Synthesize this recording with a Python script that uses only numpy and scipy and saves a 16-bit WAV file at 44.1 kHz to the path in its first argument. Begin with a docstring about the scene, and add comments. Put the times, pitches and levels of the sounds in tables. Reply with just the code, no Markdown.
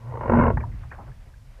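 """A kayak in choppy water, heard close up from a camera microphone fixed to its deck.
Wind buffets the housing over a low hull hum, the distant wash of the sea and a faint hiss.
A wave chatters along the hull in quickening slaps that set the shell droning, then lets go.
Afterwards water laps and plops beside the boat, muffled by the sealed housing, as the wind eases."""
import sys
import numpy as np
from scipy import signal
from scipy.fft import rfft, irfft
from scipy.io import wavfile
from scipy.ndimage import uniform_filter1d

SR = 44100
rng = np.random.default_rng(int(sys.argv[2]) if len(sys.argv) > 2 else 0)


def materialize(psi):
    """Save the field psi as 16-bit PCM at rate SR to the path in sys.argv[1].

    A 1-D psi becomes a single channel; in a 2-D psi each row is a channel.
    """
    bounded = np.clip(np.atleast_2d(psi).T, -1, 1)
    quanta = np.round(bounded * 32767).astype(np.int16)
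    wavfile.write(sys.argv[1], SR, quanta)


N = 70560


def undb(db):
    return 10 ** (np.asarray(db) / 20)


def unit(x):
    """Scale to rms 1."""
    return x / np.sqrt(np.mean(x ** 2) + 1e-24)


def curve(rows):
    """Gain over time from rows of time_s, level_db."""
    return undb(np.interp(np.arange(N) / SR, *np.array(rows).T))


def drift(rate_hz):
    """Smooth random drift of rms 1."""
    size = max(int(SR / rate_hz), 2)
    steps = np.repeat(rng.standard_normal(N // size + 1), size)
    return unit(uniform_filter1d(uniform_filter1d(steps, size), size)[:N])


def colour(x, points):
    """Causal filter of unit power through rows of freq_hz, gain_db."""
    hz, db = np.array(points).T
    bins_hz = np.arange(N + 1) * SR / (2 * N)
    gain = undb(np.interp(np.log(bins_hz + 1), np.log(hz), db))
    cepstrum = irfft(np.log(unit(gain)))
    cepstrum[1:N] *= 2  # fold to minimum phase
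    cepstrum[N + 1:] = 0
    return irfft(rfft(x, 2 * N) * np.exp(rfft(cepstrum)))[:N]


def noise(points):
    """Coloured noise of rms 1."""
    return unit(colour(rng.standard_normal(N), points))


def even(x, span_s):
    """Hold the short-term level of a noise at 1."""
    power = uniform_filter1d(x ** 2, max(int(span_s * SR), 2))
    return x / np.sqrt(np.abs(power) + 1e-12)


def envelope(start_s, rise_s, decay_s, hold_s=0):
    """Linear rise, hold, exponential decay."""
    age = np.arange(N) / SR - start_s
    return np.clip(age / rise_s, 0, 1) * np.exp(-np.maximum(age - rise_s - hold_s, 0) / decay_s)


def tone(hz, wander, rate_hz):
    """A sine of rms 1 whose pitch wanders by a fraction of itself."""
    pitch_hz = hz * (1 + wander * drift(rate_hz))
    return np.sqrt(2) * np.sin(2 * np.pi * np.cumsum(pitch_hz) / SR)


def wind():
    """Rumble buffets the housing right at the microphone and peaks with the wave, over a deep sway of air."""
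    # time_s, level_db
    gust_levels = [(0, -54), (.13, -38.5), (.26, -38), (.288, -23), (.37, -20.5), (.47, -21), (.53, -23.5),
                   (.58, -21), (.61, -29), (.72, -31), (.85, -39.5), (1.02, -45), (1.3, -47.5),
                   (1.6, -54.5)]
    # freq_hz, gain_db
    gust_colour = [(10, -46), (24, -17), (42, 1), (80, 3.5), (115, 3.5), (160, -10), (210, -17),
                   (330, -27.5), (700, -69), (3000, -100)]
    # freq_hz, gain_db
    sway_colour = [(10, -27.5), (22, -10), (35, 0.5), (55, -6), (100, -23.5), (1000, -100)]
    buffeting = undb(drift(rate_hz=35))
    gusts = even(noise(gust_colour), span_s=0.039) * curve(gust_levels) * buffeting
    return gusts + noise(sway_colour) * undb(-47)


def sea_wash():
    """The sea in the distance: a soft noise whose level flickers."""
    # freq_hz, gain_db
    wash_colour = [(40, -19), (150, 1), (300, -8.5), (600, -1), (1000, -4.5), (2000, -6), (2800, -11.5),
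                   (4000, -24), (8000, -56)]
    # time_s, level_db
    wash_levels = [(0, -62), (.78, -59.5), (1.1, -62), (1.2, -65.5), (1.43, -65), (1.6, -62)]
    return noise(wash_colour) * curve(wash_levels) * undb(2.1 * drift(rate_hz=30))


def hiss():
    """A faint, steady hiss behind everything."""
    # freq_hz, gain_db
    hiss_colour = [(100, 0), (3000, -3), (5000, -2.5), (7000, -6.5), (10000, -8.5), (14000, -12.5),
                   (16000, -22.5)]
    return noise(hiss_colour) * undb(-67.5)


def hull():
    """Two low resonances of the shell under the microphone, kept ringing by the passing water."""
    # time_s, level_db
    hum_levels = [(0, -50), (.07, -38.5), (.16, -35), (.22, -44), (.27, -58), (.6, -56), (.8, -55.5),
                  (1.02, -53.5), (1.085, -40.5), (1.16, -55.5), (1.6, -59.5)]
    # time_s, level_db
    drone_levels = [(.16, -57), (.27, -44.5), (.295, -48), (.305, -21), (.318, -27.5), (.352, -20.5),
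                    (.37, -20.5), (.39, -23.5), (.44, -20.5), (.485, -24.5), (.52, -40.5), (.57, -39),
                    (.62, -46.5), (.85, -81.5)]
    hum_flutter_db, drone_flutter_db = 1.5, 3
    drone = tone(235.4, wander=0.023, rate_hz=61) * curve(drone_levels)
    drone *= undb(drone_flutter_db * drift(rate_hz=71))
    hum = tone(122.35, wander=0.049, rate_hz=36) * curve(hum_levels)
    hum *= undb(hum_flutter_db * drift(rate_hz=57))
    return hum + drone


def slaps():
    """Each slap is a crack and a short rush of water; heavy ones reach more of the hull's resonances."""
    # the wave's hits on the hull: start_s, level_db, weight (0 light and hollow, 1 full blow)
    hits = [(0.071, -46, 0.89), (0.108, -35, 0), (.121, -31.5, 0), (.137, -31, 0.12), (0.152, -27, 0),
            (.171, -27, 0.12), (0.189, -36, 0), (.208, -25, 0.8), (.233, -26, 0.67), (.256, -25.5, 0.85),
            (.277, -22.5, 0.0056), (.295, -14, 1), (.318, -16, 0.78), (0.334, -15, 1), (.350, -22, 0.66),
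            (0.37, -16, 1), (0.386, -13.5, 1), (0.395, -13.5, 1), (0.409, -13.5, 1), (0.421, -16, 1),
            (0.435, -12.5, 1), (.452, -19, 1), (.465, -15.5, 0.87), (0.479, -17.5, 1), (0.5, -18, 0.46)]
    # water churning between the slaps: time_s, level_db
    churn_levels = [(0, -55), (.09, -45.5), (.2, -45), (.225, -34), (.29, -34), (.34, -22.5), (.46, -24),
                    (.49, -31), (.515, -37.5), (.545, -51), (.57, -71.5)]
    # band of the water's push: freq_hz, gain_db
    rush_colour = [(1600, 0.5), (2400, -5), (4000, -6), (6000, -52)]
    # the hull under a light slap: freq_hz, gain_db
    light_colour = [(40, -39.5), (150, -18.5), (280, -11), (400, -7), (490, 6.5), (690, -10.5), (920, 6),
                    (1150, -10.5), (1600, -27), (1930, -12.5), (2300, -32), (3000, -32), (4000, -81.5),
                    (7000, -86.5)]
    # the hull under a full blow: freq_hz, gain_db
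    full_colour = [(30, -39), (150, -2.5), (300, -1.5), (620, -0.5), (800, -9), (1030, 2.5), (1220, -14),
                   (1420, -6.5), (1750, -17.5), (2000, -21), (2160, -11.5), (2400, -27), (2780, -24),
                   (3200, -44), (4200, -57.5), (7000, -97)]
    rise_s, crack_db, rush_db = 0.002017, 11, -9.5
    power, cracks = curve(churn_levels) ** 2, np.zeros(N)
    for start, db, _ in hits:
        power += (undb(db) * envelope(start, rise_s, decay_s=0.0051, hold_s=0.0022)) ** 2
        cracks[int((start + rise_s) * SR)] += undb(db + crack_db)
    rush = np.sqrt(power) * even(noise(rush_colour), span_s=0.003) * undb(rush_db)
    push = cracks + rush
    starts, _, weights = np.array(hits).T
    weight = np.interp(np.arange(N) / SR, starts, weights).clip(0, 1)
    light = colour(push * np.sqrt(1 - weight), light_colour)
    full = hull_ring(colour(push * np.sqrt(weight), full_colour))
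    return light * undb(-2.5) + full * undb(-3.5)


def hull_ring(blows):
    """The hull's narrow modes ring on after each blow."""
    # pitch_hz, gain_db
    modes = [(159, 6.5), (353, -5.5), (431, -7), (538, 1), (598, -6), (667, 5), (983, -14), (1105, -2.5),
             (1339, 0.5), (1415, -9), (1495, -6), (1556, -4), (2168, -3)]
    width_hz = 11
    ringing = np.zeros(N)
    for hz, db in modes:
        ringing += undb(db) * signal.lfilter(*signal.iirpeak(hz, hz / width_hz, fs=SR), blows)
    return blows + ringing


def laps():
    """Each lap beside the boat is a cloud of tiny, quickly damped bubbles around one pitch."""
    # start_s, level_db, centre_hz, spread_octaves, rise_s, decay_s
    clouds = [(.274, -31.5, 344, 0.34, 0.0086, 0.021), (.475, -27, 380.5, .15, 0.03044, 0.02),
              (.569, -28, 1080, 0.49, 0.0047, .005), (.6, -43, 1930, .4, 0.0058, 0.013),
              (.56, -41, 717, .6, .05, 0.051), (0.712, -54, 2070, 0.19, 0.0084, 0.026),
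              (0.832, -48, 1030, 0.36, 0.0038, .018), (0.911, -40, 1050, 0.728, 0.0062, 0.036),
              (.978, -40, 828, 0.33, 0.01184, .03), (.97, -48.5, 250, 0.35, 0.029, 0.055),
              (1.059, -48.5, 930, 1.05, 0.023, 0.028), (1.248, -54, 655, 1.24, .025, 0.031),
              (1.58, -53, 552, 0.11, 0.016, 0.026)]
    bubbles_per_lap, decay_cycles = 300, 2.8
    out, age = np.zeros(N), np.arange(N // 64) / SR
    for start, db, centre_hz, octaves, rise, decay in clouds:
        length_s = rise + 5 * decay
        cloud = np.zeros(2 * N)
        for when, down, up, strength in rng.random((bubbles_per_lap, 4)):
            hz = np.clip(centre_hz * 2 ** (octaves * np.sqrt(6) * (up - down)), 150, 2900)
            cycles = hz * age
            ping = np.sin(2 * np.pi * cycles) * np.exp(-cycles / decay_cycles) * (1 - np.exp(-cycles))
            at = int((start + when * length_s) * SR)
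            cloud[at:at + len(age)] += (2 * strength - 1) * np.sqrt(hz) * ping
        out += even(cloud, span_s=0.0067)[:N] * envelope(start, rise, decay) * undb(db)
    return out


def bubbles():
    """Larger single bubbles plop with a slight upward glide."""
    # start_s, pitch_hz, level_db, decay_s
    plops = [(.573, 843, -23, 0.005), (.573, 1827, -36, 0.0082), (.605, 2300, -37, 0.0044),
             (.637, 924, -26, 0.005), (0.905, 2390, -41.5, .008), (0.915, 1796, -36, 0.0087),
             (1.116, 1670, -51.5, 0.008), (1.339, 1600, -49.5, 0.0046)]
    rise_s, glide_per_s = 0.0022, 2.8
    out = np.zeros(N)
    for start, hz, db, decay in plops:
        age = np.maximum(np.arange(N) / SR - start, 0)
        phase = 2 * np.pi * hz * age * (1 + glide_per_s * age / 2)
        out += undb(db) * envelope(start, rise_s, decay) * np.sin(phase)
    return out


def housing(x, cutoff_hz):
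    """The sealed case around the microphone shuts out the treble."""
    return signal.sosfilt(signal.butter(6, cutoff_hz, fs=SR, output="sos"), x)


def scene():
    """Wind, sea, hull and water as they reach the deck, in mono."""
    water = housing(laps() + bubbles(), cutoff_hz=2080)
    return (sea_wash() + slaps() + hull() + wind() + water + hiss())[None]


def record(dry):
    """The camera cuts the very top of the treble steeply."""
    cutoff_hz = 15350
    return signal.sosfilt(signal.ellip(10, .2, 80, cutoff_hz, fs=SR, output="sos"), dry)


dry = scene()
out = record(dry)
materialize(out)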